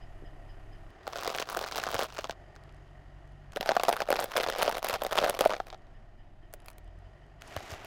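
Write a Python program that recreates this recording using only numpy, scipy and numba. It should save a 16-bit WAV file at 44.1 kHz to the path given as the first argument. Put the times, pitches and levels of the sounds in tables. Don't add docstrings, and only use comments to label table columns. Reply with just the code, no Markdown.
import sys
import numpy as np
from scipy import signal
from scipy.io import wavfile
from scipy.ndimage import uniform_filter1d
from numba import njit

SR = 44100
rng = np.random.default_rng(int(sys.argv[2]) if len(sys.argv) > 2 else 0)


def unload_audio(sound):
    columns = np.transpose(np.atleast_2d(sound))
    steps = np.round(np.clip(columns, -1, 1) * 32767)
    wavfile.write(sys.argv[1], SR, steps.astype(np.int16))


N = 346626
T = np.arange(N) / SR


def undb(db):
    return 10 ** (np.asarray(db) / 20)


def unit(x):
    return x / np.sqrt(np.mean(x ** 2))


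def noise():
    return rng.standard_normal(N)


def band(x, lo_hz, hi_hz):
    sos = signal.butter(3, [lo_hz, min(hi_hz, .45 * SR)], "band", fs=SR, output="sos")
    return signal.sosfilt(sos, x)


def walk(rate):
    hold = int(SR / rate)
    steps = np.repeat(rng.standard_normal(N // hold + 1), hold)
    return uniform_filter1d(uniform_filter1d(steps, hold), hold)[:N]


@njit
def rings(n, start, size, hz, t60):
    y = np.zeros(n)
    for k in range(len(start)):
        step = np.exp(2j * np.pi * hz[k] / SR - np.log(1000.) / (t60[k] * SR))
        z, lack, fill = size[k] + 0j, 1., np.exp(-6 * hz[k] / SR)
        for i in range(start[k], min(n, start[k] + int(t60[k] * SR))):
            y[i] += z.imag * (1 - lack)
            z *= step
            lack *= fill
    return y


def bursts(start, size, t60, lo_hz, hi_hz):
    blows = uniform_filter1d(np.bincount(start, size, N)[:N], size=25)
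    envelope = signal.lfilter([1], [1, -np.exp(-np.log(1000) / (t60 * SR))], blows)
    return envelope * unit(band(noise(), lo_hz, hi_hz))


def resonant(modes):
    out = 0
    for hz, width_hz, db in modes:
        b, a = signal.iirpeak(hz, hz / width_hz / 1.7, SR)
        ringing = signal.lfilter(b, a, signal.lfilter(b, a, noise()))
        density = np.sqrt(width_hz / 100)
        out = out + undb(db + 1.2 * walk(7.6)) * density * unit(ringing)
    return out


# start in seconds, valve tap level in dB, treble hiss level in dB,
# outdoor hum in dB re its mean level, top ring of the tap in dB re its own level.
SHOTS = [(0, -69.5, -83.5, 1.5, -1.5), (.905, -93, -90, -1.5, -1.5), (3.52, -75, -93, -1.5, -9),
         (7.41, -76, -84, 2.5, -5)]


def shot_index():
    return np.searchsorted(np.array(SHOTS)[:, 0], T, "right") - 1


def shot(column):
    return np.array(SHOTS)[shot_index(), column]


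# frequency in Hz, relative spectral density in dB per Hz.
AIR = [(8.8, -31), (15, 5), (43, -3.5), (113, -6), (204, -14.5), (298, -7.5), (449, -27.5), (657, -18),
       (907, -28), (1830, -37.5), (2120, -24), (3020, -38), (16500, -76.5)]
AIR_DB = -57.5


def air():
    hz_points, db_points = np.transpose(AIR)
    out = 0
    for hz in 20 * 2 ** np.arange(0, 9.6, .5):
        db = np.interp(np.log(hz), np.log(hz_points), db_points)
        out = out + undb(db + 1.95 * walk(5.3)) * band(noise(), hz / 1.18, hz * 1.167)
    return undb(AIR_DB + shot(column=3)) * unit(out)


def treble_hiss():
    return undb(shot(column=2) + walk(7.3)) * unit(band(noise(), 5300, 12500))


# time in seconds, firing rate in Hz, exhaust reference level in dB,
# casing clatter level in dB.
ENGINE = [(0, 33.55, -49, -58.5), (.9, 33.83, -49.5, -59), (.91, 39.1, -61, -57.5),
          (1.31, 47.04, -62, -50.5), (1.9, 46.57, -58, -71), (2.4, 46.54, -55.5, -57.5),
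          (3.51, 47.45, -53, -61), (3.525, 33.75, -59, -59), (5.8, 33.41, -54.5, -62),
          (6.37, 32.89, -54.5, -66.5), (6.69, 36.7, -54, -59.5), (6.85, 40.6, -50, -63),
          (7.0, 43.7, -51.5, -62), (7.19, 48, -57.5, -60.5), (7.4, 48.9, -56.5, -62),
          (7.415, 35.6, -67, -54), (7.86, 33.6, -63, -51.5)]
CYCLE_S = (.248, 2.976, 5.94, 7.5)


def engine():
    s, *columns = np.transpose(ENGINE)
    hz, exhaust_db, clatter_db = (np.interp(T, s, column) for column in columns)
    firings = np.cumsum(hz) / SR
    cycle_start = (np.array(CYCLE_S) * SR).astype(int)
    firings = firings - firings[cycle_start][shot_index()]
    return exhaust(firings, hz, exhaust_db) + casing(firings, clatter_db) + valve_tap(firings)


# frequency in Hz, gain in dB.
PIPE = [(50, -0.5), (67, -22), (86, -1.5), (95, -7.5), (102, -9), (116, -20), (132, -20), (141, -6)]
# multiple of the firing rate, level at idle and level when pulling,
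# both in dB re the exhaust reference level.
UNEVEN = [(.25, -23, -17), (.5, 0, -17), (.75, -24, -5.5), (1.25, -15.5, -29), (1.5, -24, -24),
          (1.75, -24, -10), (2.25, -21, -26), (2.5, -11.5, -21), (3.25, -27, -16), (4, -18.5, -36),
          (4.25, -18, -49), (5, -19.5, -34)]
LUMP = .2


def exhaust(firings, hz, exhaust_db):
    def order(multiple, db, phase):
        level = np.sqrt(2) * undb(exhaust_db + db + 1.2 * walk(5.9))
        return level * np.sin(2 * np.pi * (multiple * firings + phase))

    pull = np.clip((hz - 35) / 10, 0, 1)
    even = -sum(order(m, np.interp(m * hz, *np.transpose(PIPE)), 0) for m in range(1, 4))
    uneven = sum(order(m, idle_db + pull * (pull_db - idle_db), rng.random())
                 for m, idle_db, pull_db in UNEVEN)
    return even * (1 + LUMP * np.cos(np.pi * firings / 4)) + uneven


# frequency in Hz, width in Hz, relative level in dB.
CASING = [(388, 72, -4.5), (682, 136, 0), (1162, 780, -12), (1860, 135, -8.5), (3000, 280, -20),
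          (4850, 390, -28), (6570, 540, -35), (4500, 3100, -35.5)]


def casing(firings, clatter_db):
    throb = 1 + 0.17 * np.cos(2 * np.pi * firings)
    return undb(clatter_db) * unit(resonant(CASING) * throb)


# frequency in Hz, width in Hz, relative level in dB.
VALVE = [(5000, 150, -2.5), (3030, 200, -1), (1835, 110, 5.5)]


def valve_tap(firings):
    since = firings / 8 % 1
    tap = since / .06 * np.exp(1 - since / .06)
    valve = undb(shot(column=4)) * resonant(VALVE[:1]) + resonant(VALVE[1:])
    return undb(shot(column=1) + 0.6 * walk(3)) * tap * valve


# time in seconds,
# nominal treble level in dB, nominal mid level in dB.
TICKS = [(2.554, -48, -42), (2.637, -52, -46), (2.693, -62, -44), (2.7244, -56, -62), (2.7457, -52, -60),
         (2.767, -57, -62), (2.878, -60, -54), (3.276, -57, -58), (3.3218, -58, -60), (3.521, -41, -42),
         (5.7765, -58, -56), (5.82, -70, -54), (5.869, -70, -52), (6.528, -44, -52), (6.602, -47, -49),
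         (6.6204, -53, -62), (6.646, -53, -62), (6.7313, -46, -58), (6.8451, -57, -66), (6.8774, -58, -58),
         (6.989, -53, -62), (7.265, -60, -66), (7.4115, -50, -58), (7.4208, -36, -50), (7.477, -40, -52),
         (7.517, -47, -46), (7.544, -42, -42), (7.594, -42, -48), (7.633, -44, -48)]


def ticks():
    s, treble_db, mids_db = np.transpose(TICKS)
    start = (s * SR).astype(np.int64)
    treble = bursts(start, undb(treble_db - 8.0), 0.0074, 4200, 11000)
    return treble + bursts(start, undb(mids_db - 9.0), .011, 1300, 4800)


# time in seconds, nominal level in dB, frequency in Hz.
THUMPS = [(0.222, -34, 370), (0.225, -48, 900), (0.237, -33, 340), (1.279, -38, 149.5), (1.568, -40, 160),
          (1.946, -30.5, 109), (3.599, -30, 202), (3.88, -32, 191.8), (4.11, -39, 200), (4.629, -33, 195),
          (4.929, -36.5, 90), (5.219, -30, 200), (5.408, -34, 151), (7.565, -26, 90), (7.566, -33, 300),
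          (7.721, -28.5, 87.6), (7.725, -35, 420)]


def thumps():
    s, db, hz = np.transpose(THUMPS)
    knocks = rings(N, (s * SR).astype(np.int64), undb(db - 0.5), hz, 5.3 / hz)
    return band(knocks, 44, 560)


# time in seconds, nominal level in dB, treble in dB re that level.
FRUIT = [(7.41, -69, -4), (7.474, -63, -3.5), (7.52, -54, -11), (7.598, -55, -7), (7.66, -54.5, -7),
         (7.72, -51.5, -4), (7.78, -58, -10), (7.86, -57, -10)]


def fruit():
    s, db, treble_db = np.transpose(FRUIT)
    drops = (rng.random(N) < 1500 / SR) * undb(-3.0 * np.log(rng.random(N) + 1e-9))
    spurts = 1.5 + unit(signal.lfilter([1], [1, -.985], drops))
    pulp = unit(spurts * band(noise(), 223, 2700) + .8 * band(noise(), 250, 800))
    bright = band(noise(), 2900, 7000) + 0.25 * band(noise(), 7000, 14000)
    spray = unit(spurts ** 2.1 * bright)
    level_db = np.interp(T, s, db, left=-140)
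    return undb(level_db + 4.0) * (pulp + undb(np.interp(T, s, treble_db)) * spray)


BEANS_END_S = 3.0


def breaking(s, ring_db, hz, snap_db, splinter_db):
    chance = rng.random((len(s), 7)).T
    bean = s < BEANS_END_S
    start = np.clip(((s + (chance[5] - 1.4) / 3000) * SR).astype(np.int64), 0, N - 1)
    cycles = np.where(bean, 4.5, 6) + 3 * chance[0]
    cycles = cycles + .5 * np.clip(ring_db - snap_db, -4, 10)
    noisy_db = np.where(bean, -7.0, 0.3)

    ring = rings(N, start, undb(ring_db + 2.5), hz, cycles / hz)
    gap = rings(N, start, undb(ring_db - 17), 640 * (1.0 + 0.276 * chance[1]), 0.074 + 0 * hz)
    knock_db = .5 * (ring_db + snap_db) + 1.5
    knock = rings(N, start, undb(knock_db), 950 * 1.69 ** chance[4], 0.007 + 0 * hz)
    cavity = rings(N, start, undb(ring_db - 26), 188 * (1 + 0.19 * chance[6]), 0.039 + 0 * hz)

    snap_t60 = np.where(bean, .6, 1) * (0.0049 + 0.005 * chance[3])
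    snap = rings(N, start, undb(snap_db - 2.5 - 2.5 * bean), 1350 * 2.82 ** chance[2], snap_t60)
    snap = snap + bursts(start, undb(snap_db + noisy_db - 5.5), 0.0078, 990, 5080)
    splinters = bursts(start, undb(splinter_db + noisy_db - 6.5), 0.0079, 8300, 15000)

    needle = band(np.bincount(start, bean * undb(snap_db + 12.0), N), 670, 5540)
    needle = needle + band(np.bincount(start, bean * undb(splinter_db + 9.0), N), 12500, 16000)
    click = band(np.bincount(start, ~bean * undb(snap_db + 8.0), N), 1200, 5600)
    click = click + band(np.bincount(start, undb(splinter_db + 7.0), N), 6500, 15000)

    rustle = bursts(start, undb(snap_db - 27.5), 0.069, 670, 4200)
    rustle = rustle + bursts(start, undb(splinter_db - 25.5), 0.048, 6000, 16000)
    return band(ring + gap + knock, 354, 5300) + cavity + snap + needle + click + splinters + rustle


# time in seconds, grinding level in dB.
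CRUMBS = [
    [(1.03, -60), (1.065, -51), (1.1, -43), (1.3, -39), (1.425, -35), (1.44, -52), (1.47, -45), (1.49, -39),
     (1.9, -38.5), (2.05, -34), (2.075, -49), (2.21, -46), (2.34, -66)],
    [(3.53, -53), (3.68, -37.5), (3.95, -36), (4.06, -43.5), (4.11, -32.5), (4.24, -33), (4.27, -45.5),
     (4.31, -40.5), (4.37, -36), (4.7, -33), (4.785, -35.5), (4.8, -47), (4.82, -44), (4.85, -36),
     (4.96, -30), (4.975, -48), (5.01, -44), (5.03, -45), (5.09, -40.5), (5.18, -28.5), (5.3, -34),
     (5.32, -41.5), (5.42, -30.5), (5.55, -41.5), (5.63, -57), (5.76, -56)],
]
# snap in dB re the break level, splinters in dB re the break level,
# share of whole pieces that ring the higher tread mode.
HEAPS = [(1, -11, 0.44), (-3.5, -15, 0.24)]
TREAD_HZ = (696, 1110)
CRUMB_RATE, CRUMB_SPREAD_DB = 500, 5
PIECE_RATE, PIECE_DB, PIECE_SPREAD_DB = 70, -3, 4.5


def crumbs():
    out = 0
    for table, (snap_db, splinter_db, share) in zip(CRUMBS, HEAPS):
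        s, level_db = np.transpose(table)
        span = s[-1] - s[0]

        fine = rng.random((int(CRUMB_RATE * span), 5)).T
        t = s[0] + span * fine[0]
        db = np.interp(t, s, level_db) - CRUMB_SPREAD_DB * np.log(1 - .97 * fine[1]) - 11.5
        fine_snap_db = db + snap_db + 8 * (fine[3] - .5)
        fine_splinter_db = db + splinter_db + 10 * (fine[4] - .5)
        out = out + breaking(t, db, 450 * 2.78 ** fine[2], fine_snap_db, fine_splinter_db)

        whole = rng.random((int(PIECE_RATE * span), 6)).T
        t = s[0] + span * whole[0]
        db = np.interp(t, s, level_db) + PIECE_DB - PIECE_SPREAD_DB * np.log(1 - .9 * whole[1])
        mode_hz = np.where(whole[2] < share, TREAD_HZ[1], TREAD_HZ[0])
        hz = mode_hz * (1 + 0.1 * (whole[5] - .5))
        whole_snap_db = db + snap_db + 16 * (whole[3] - .5)
        whole_splinter_db = db + splinter_db + 22 * (whole[4] - .5)
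        out = out + breaking(t, db, hz, whole_snap_db, whole_splinter_db)
    return out


# time in seconds, nominal ring level in dB, ring frequency in Hz,
# nominal snap level in dB, nominal splinter level in dB.
CRACKS = [(1.0691, -35, 700, -29, -51), (1.0776, -20.5, 665, -23.5, -32.5), (1.133, -28, 1020, -24.5, -42),
          (1.158, -23.5, 690, -21.5, -38), (1.1657, -36, 1060, -27, -38), (1.1738, -36, 660, -31, -33),
          (1.1858, -25.5, 566, -23.5, -39), (1.1914, -32, 700, -26, -49), (1.2032, -36, 740, -32, -44),
          (1.2106, -35, 650, -33, -32), (1.2178, -35, 600, -32, -51), (1.226, -29, 1140, -33, -43),
          (1.2345, -31, 620, -21, -30), (1.248, -28.5, 710, -20, -31), (1.2578, -24, 730, -27, -43),
          (1.2666, -26, 740, -22, -44), (1.2768, -17, 423, -15, -23), (1.2948, -28, 740, -25, -38),
          (1.302, -23.5, 700, -21, -39), (1.3495, -26, 654, -18, -38), (1.3549, -28, 740, -28, -40),
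          (1.3629, -35, 550, -30, -26), (1.3763, -31, 650, -25, -33), (1.3853, -29, 765, -17.5, -38),
          (1.3994, -20.5, 550, -18, -25), (1.4042, -38, 1280, -19, -39), (1.418, -28, 690, -27, -54),
          (1.4252, -27, 683, -19, -34), (1.4898, -32, 1180, -23, -43), (1.4997, -30, 1150, -26.5, -25),
          (1.5184, -33, 1170, -29, -39), (1.5227, -33, 1000, -31, -37), (1.5279, -31, 1200, -31, -31),
          (1.5485, -24, 1280, -29, -29), (1.5659, -24, 755, -33, -53), (1.5711, -18.5, 484, -17.5, -23),
          (1.5915, -31, 590, -25, -29), (1.6132, -23.5, 640, -24, -30), (1.6258, -33, 640, -25, -39),
          (1.6403, -24.5, 624, -22, -57), (1.6474, -32, 810, -27, -47), (1.6629, -28.5, 1200, -34, -36),
          (1.673, -41, 700, -26, -36), (1.6781, -35, 1210, -26, -39), (1.6866, -35, 590, -27, -42),
          (1.7135, -32, 690, -26, -32), (1.7232, -28, 1260, -19.5, -49), (1.748, -36, 730, -26, -43),
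          (1.7589, -24, 1500, -19.5, -28), (1.7653, -29, 620, -27, -27), (1.7724, -29, 670, -23, -30),
          (1.781, -29, 620, -18, -23), (1.7855, -23.5, 720, -22, -29), (1.7998, -28, 650, -21, -52),
          (1.8175, -39, 780, -26, -59), (1.8312, -27, 1210, -31, -33), (1.838, -26.5, 1200, -17, -26),
          (1.8574, -44, 1280, -27, -50), (1.8673, -19.5, 710, -19.5, -50), (1.8715, -28, 650, -26, -38),
          (1.889, -25, 1290, -28, -33), (1.8958, -47, 800, -31, -40), (1.9058, -27, 740, -31, -34),
          (1.9153, -35, 640, -25, -25), (1.9277, -32, 1300, -28, -46), (1.9354, -25, 670, -26, -44),
          (1.9441, -17, 560, -20, -21), (1.9506, -24, 700, -18.5, -37), (1.9653, -28, 670, -23.5, -45),
          (1.9818, -34, 680, -24, -43), (1.9871, -28, 730, -31, -33), (1.9926, -15.5, 665, -18.5, -24),
          (1.9974, -40, 440, -30, -37), (2.0056, -28, 1170, -23, -30), (2.0127, -22, 640, -19, -33),
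          (2.0172, -35, 740, -29, -44), (2.025, -21, 596, -19.5, -41), (2.0335, -26.5, 530, -23.5, -22.5),
          (2.043, -29, 1100, -32, -32), (2.0494, -31.5, 690, -36, -47), (2.0586, -38, 680, -32, -47),
          (2.103, -44, 1270, -34, -55), (2.1246, -44, 800, -31, -47), (2.134, -45, 650, -39, -52),
          (2.142, -51, 1380, -43, -40), (2.1485, -40, 620, -37, -42), (2.1545, -46, 580, -36, -57),
          (2.1661, -41, 1310, -34, -47), (2.172, -34, 650, -28, -55), (2.1831, -32, 1090, -24.5, -38),
          (2.1888, -22.5, 620, -21, -38), (2.1959, -34, 600, -30, -54), (2.2089, -43, 620, -32, -43),
          (2.2203, -52, 700, -37, -55), (2.2346, -42, 680, -37, -48), (2.2435, -23.5, 784, -18.5, -44),
          (2.2723, -51, 450, -36, -52), (2.2899, -51, 1340, -41, -48), (2.2964, -17.5, 740, -23, -48),
          (2.3097, -43, 700, -24, -38), (2.3249, -38.5, 710, -38, -58), (2.5628, -48, 760, -37, -54),
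          (3.5343, -56, 730, -37.5, -52), (3.5615, -24, 403, -26.5, -34), (3.5711, -21.5, 595, -24.5, -37),
          (3.61, -22, 590, -20, -28.5), (3.6287, -24, 770, -26.5, -43), (3.6603, -23, 610, -26, -35),
          (3.6745, -31, 780, -26, -42), (3.6835, -30, 740, -29, -52), (3.6914, -12, 660, -16, -28),
          (3.6972, -39, 610, -27, -45), (3.7103, -22.5, 850, -23, -49), (3.7176, -14, 770, -22, -40),
          (3.7666, -11, 744, -16.5, -32), (3.7976, -18, 740, -20, -39), (3.8349, -17, 674, -18, -21),
          (3.8518, -30, 740, -23, -41), (3.884, -11.5, 730, -16.5, -26), (3.8916, -11.5, 720, -17.5, -20),
          (3.913, -23, 740, -30, -43), (3.9277, -17.5, 676, -19, -24.5), (3.9362, -26, 860, -26, -45),
          (3.9664, -25, 1210, -25, -32), (4.0042, -20.5, 670, -22, -32), (4.0194, -17.5, 666, -18.5, -35),
          (4.088, -19, 624, -28.5, -41), (4.1043, -12.5, 560, -20.5, -21.5), (4.1169, -24, 776, -21, -47),
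          (4.1269, -12, 595, -17.5, -26), (4.1577, -22, 644, -22, -46), (4.1639, -29, 590, -25, -35),
          (4.1908, -18, 714, -22.5, -34), (4.2029, -26, 676, -27, -22), (4.212, -29, 580, -32, -34),
          (4.2422, -23.5, 540, -28.5, -21.5), (4.318, -31, 1110, -29, -34), (4.338, -32, 1120, -30, -52),
          (4.3565, -21, 600, -31, -40), (4.3655, -18.5, 1130, -16, -32), (4.3706, -20, 590, -17.5, -22),
          (4.3787, -17.5, 580, -18.5, -25), (4.3875, -23, 640, -23, -45), (4.4009, -22, 565, -19, -47),
          (4.4088, -26, 680, -20.5, -47), (4.4148, -26.5, 590, -28, -35), (4.428, -36, 550, -35, -30),
          (4.434, -21, 560, -20.5, -28), (4.4405, -28, 670, -21, -43), (4.4641, -23.5, 820, -28, -52),
          (4.4737, -23.5, 614, -28, -52), (4.4865, -19, 600, -21, -42), (4.4907, -33, 603, -30, -39),
          (4.5001, -22.5, 530, -21, -27), (4.5244, -26, 710, -21, -43), (4.5349, -29, 620, -27, -51),
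          (4.5603, -25.5, 604, -30, -56), (4.5853, -27, 570, -24, -28), (4.591, -22.5, 590, -27, -35),
          (4.5994, -26, 730, -26, -40), (4.6057, -28, 470, -26, -42), (4.614, -19, 950, -29, -40),
          (4.6191, -28, 940, -23, -26), (4.6248, -20, 960, -19, -26), (4.6294, -17.5, 650, -16, -19),
          (4.6396, -35, 870, -33, -42), (4.6466, -28, 750, -31, -44), (4.6605, -25, 610, -25, -45),
          (4.6676, -27, 560, -28, -38), (4.679, -14, 615, -22, -46), (4.6863, -21, 604, -28, -47),
          (4.6941, -22, 680, -25, -29), (4.7256, -27, 820, -29, -44), (4.7466, -27, 680, -29, -44),
          (4.752, -27, 586, -25.5, -37), (4.7695, -26.5, 650, -25, -33), (4.782, -27.5, 560, -27, -29),
          (4.8283, -26, 740, -25, -30), (4.8455, -20.5, 634, -21, -21), (4.8535, -29, 1070, -27, -40),
          (4.8677, -26, 580, -30, -32), (4.8865, -30, 580, -20, -21), (4.8972, -20.5, 557, -22, -28),
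          (4.908, -24, 1000, -25, -33), (4.917, -30, 660, -30, -51), (4.9295, -25, 1020, -27, -32),
          (4.9401, -28, 890, -18.5, -27), (4.9586, -26, 640, -25, -50), (5.0199, -20, 610, -26, -33),
          (5.036, -26, 590, -30, -24.5), (5.0496, -20.5, 600, -27, -39), (5.0654, -23, 590, -23.5, -27),
          (5.1117, -31, 600, -29, -38), (5.1184, -31.5, 640, -34, -34), (5.124, -21, 610, -24, -38),
          (5.1291, -19.5, 910, -21, -28), (5.1549, -19.5, 620, -26, -32), (5.17, -26, 640, -24, -32),
          (5.176, -17.5, 1190, -19, -33), (5.1824, -17, 750, -17, -29), (5.187, -15, 705, -14, -40),
          (5.201, -34, 1060, -28, -46), (5.216, -20, 620, -28, -39), (5.2272, -18, 607, -23, -45),
          (5.2388, -14.5, 620, -23, -38), (5.2452, -20, 566, -20, -34), (5.2493, -22, 650, -29, -35),
          (5.2561, -30, 690, -30, -49), (5.2625, -19.5, 615, -28, -44), (5.2772, -24, 656, -32, -39),
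          (5.2823, -28, 597, -24, -49), (5.2919, -20, 730, -28, -48), (5.2966, -15, 596, -20, -16.5),
          (5.307, -23, 604, -28, -39), (5.3419, -27, 670, -27.5, -53), (5.3493, -29, 650, -29, -36),
          (5.3911, -21, 534, -20.5, -23), (5.4024, -27.5, 660, -29, -47), (5.4088, -10.5, 605, -13.5, -19),
          (5.4183, -23.5, 600, -31, -38), (5.428, -29, 610, -33, -54), (5.4414, -22, 1170, -27, -41),
          (5.4523, -18.5, 565, -22.5, -29), (5.4593, -8, 632, -26, -39), (5.4745, -38, 600, -31, -33),
          (5.4957, -22, 593, -27, -44), (5.5054, -21, 630, -23.5, -42), (5.515, -21, 1160, -32, -48),
          (5.5241, -24, 620, -28.5, -44), (5.5356, -21, 634, -21, -54), (5.542, -26, 700, -29, -54),
          (5.5655, -28, 616, -30.5, -54), (5.6015, -20.5, 760, -28, -55), (5.6689, -39, 700, -39, -47),
          (5.6839, -41, 566, -41, -49), (5.7026, -46, 580, -33, -59), (5.728, -32.5, 714, -36, -61),
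          (5.7346, -37, 725, -43, -76), (5.7452, -37, 700, -39, -62), (6.5384, -35.5, 624, -36, -31),
          (6.6602, -50, 620, -44, -41), (6.684, -39, 1040, -34, -35), (6.7024, -48, 1120, -43, -39),
          (6.7828, -49, 414, -45.5, -42), (7.4208, -41, 750, -35, -48), (7.5652, -24.5, 630, -25, -35.5),
          (7.5745, -37, 1130, -33, -54), (7.6056, -39, 700, -37, -51), (7.7132, -39, 660, -39, -45),
          (7.7194, -42, 410, -35, -47), (7.7382, -34, 680, -35, -44), (7.8475, -46, 960, -36.5, -39.5)]


def cracks():
    s, ring_db, hz, snap_db, splinter_db = np.transpose(CRACKS)
    chance = rng.random((len(s), 2, 4)).T
    early = chance[1] < .2
    lag = -.004 * np.log(1 - chance[0]) * np.where(early, -1, 1)
    drop_db = 12 + 9 * chance[2] + 6 * early
    spread = (s + lag, ring_db - drop_db + 6.5, hz * 2.0 ** (chance[3] - .3),
              snap_db - drop_db, splinter_db - drop_db)
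    main = breaking(s, ring_db, hz, snap_db, splinter_db)
    return main + breaking(*(column.ravel() for column in spread))


def scene():
    background = air() + treble_hiss() + engine()
    return (background + ticks() + thumps() + fruit() + crumbs() + cracks())[None]


TOP_HZ = 16600


def record(dry):
    return signal.sosfilt(signal.ellip(10, .2, 80, TOP_HZ, fs=SR, output="sos"), dry)


dry = scene()
out = record(dry)
unload_audio(out)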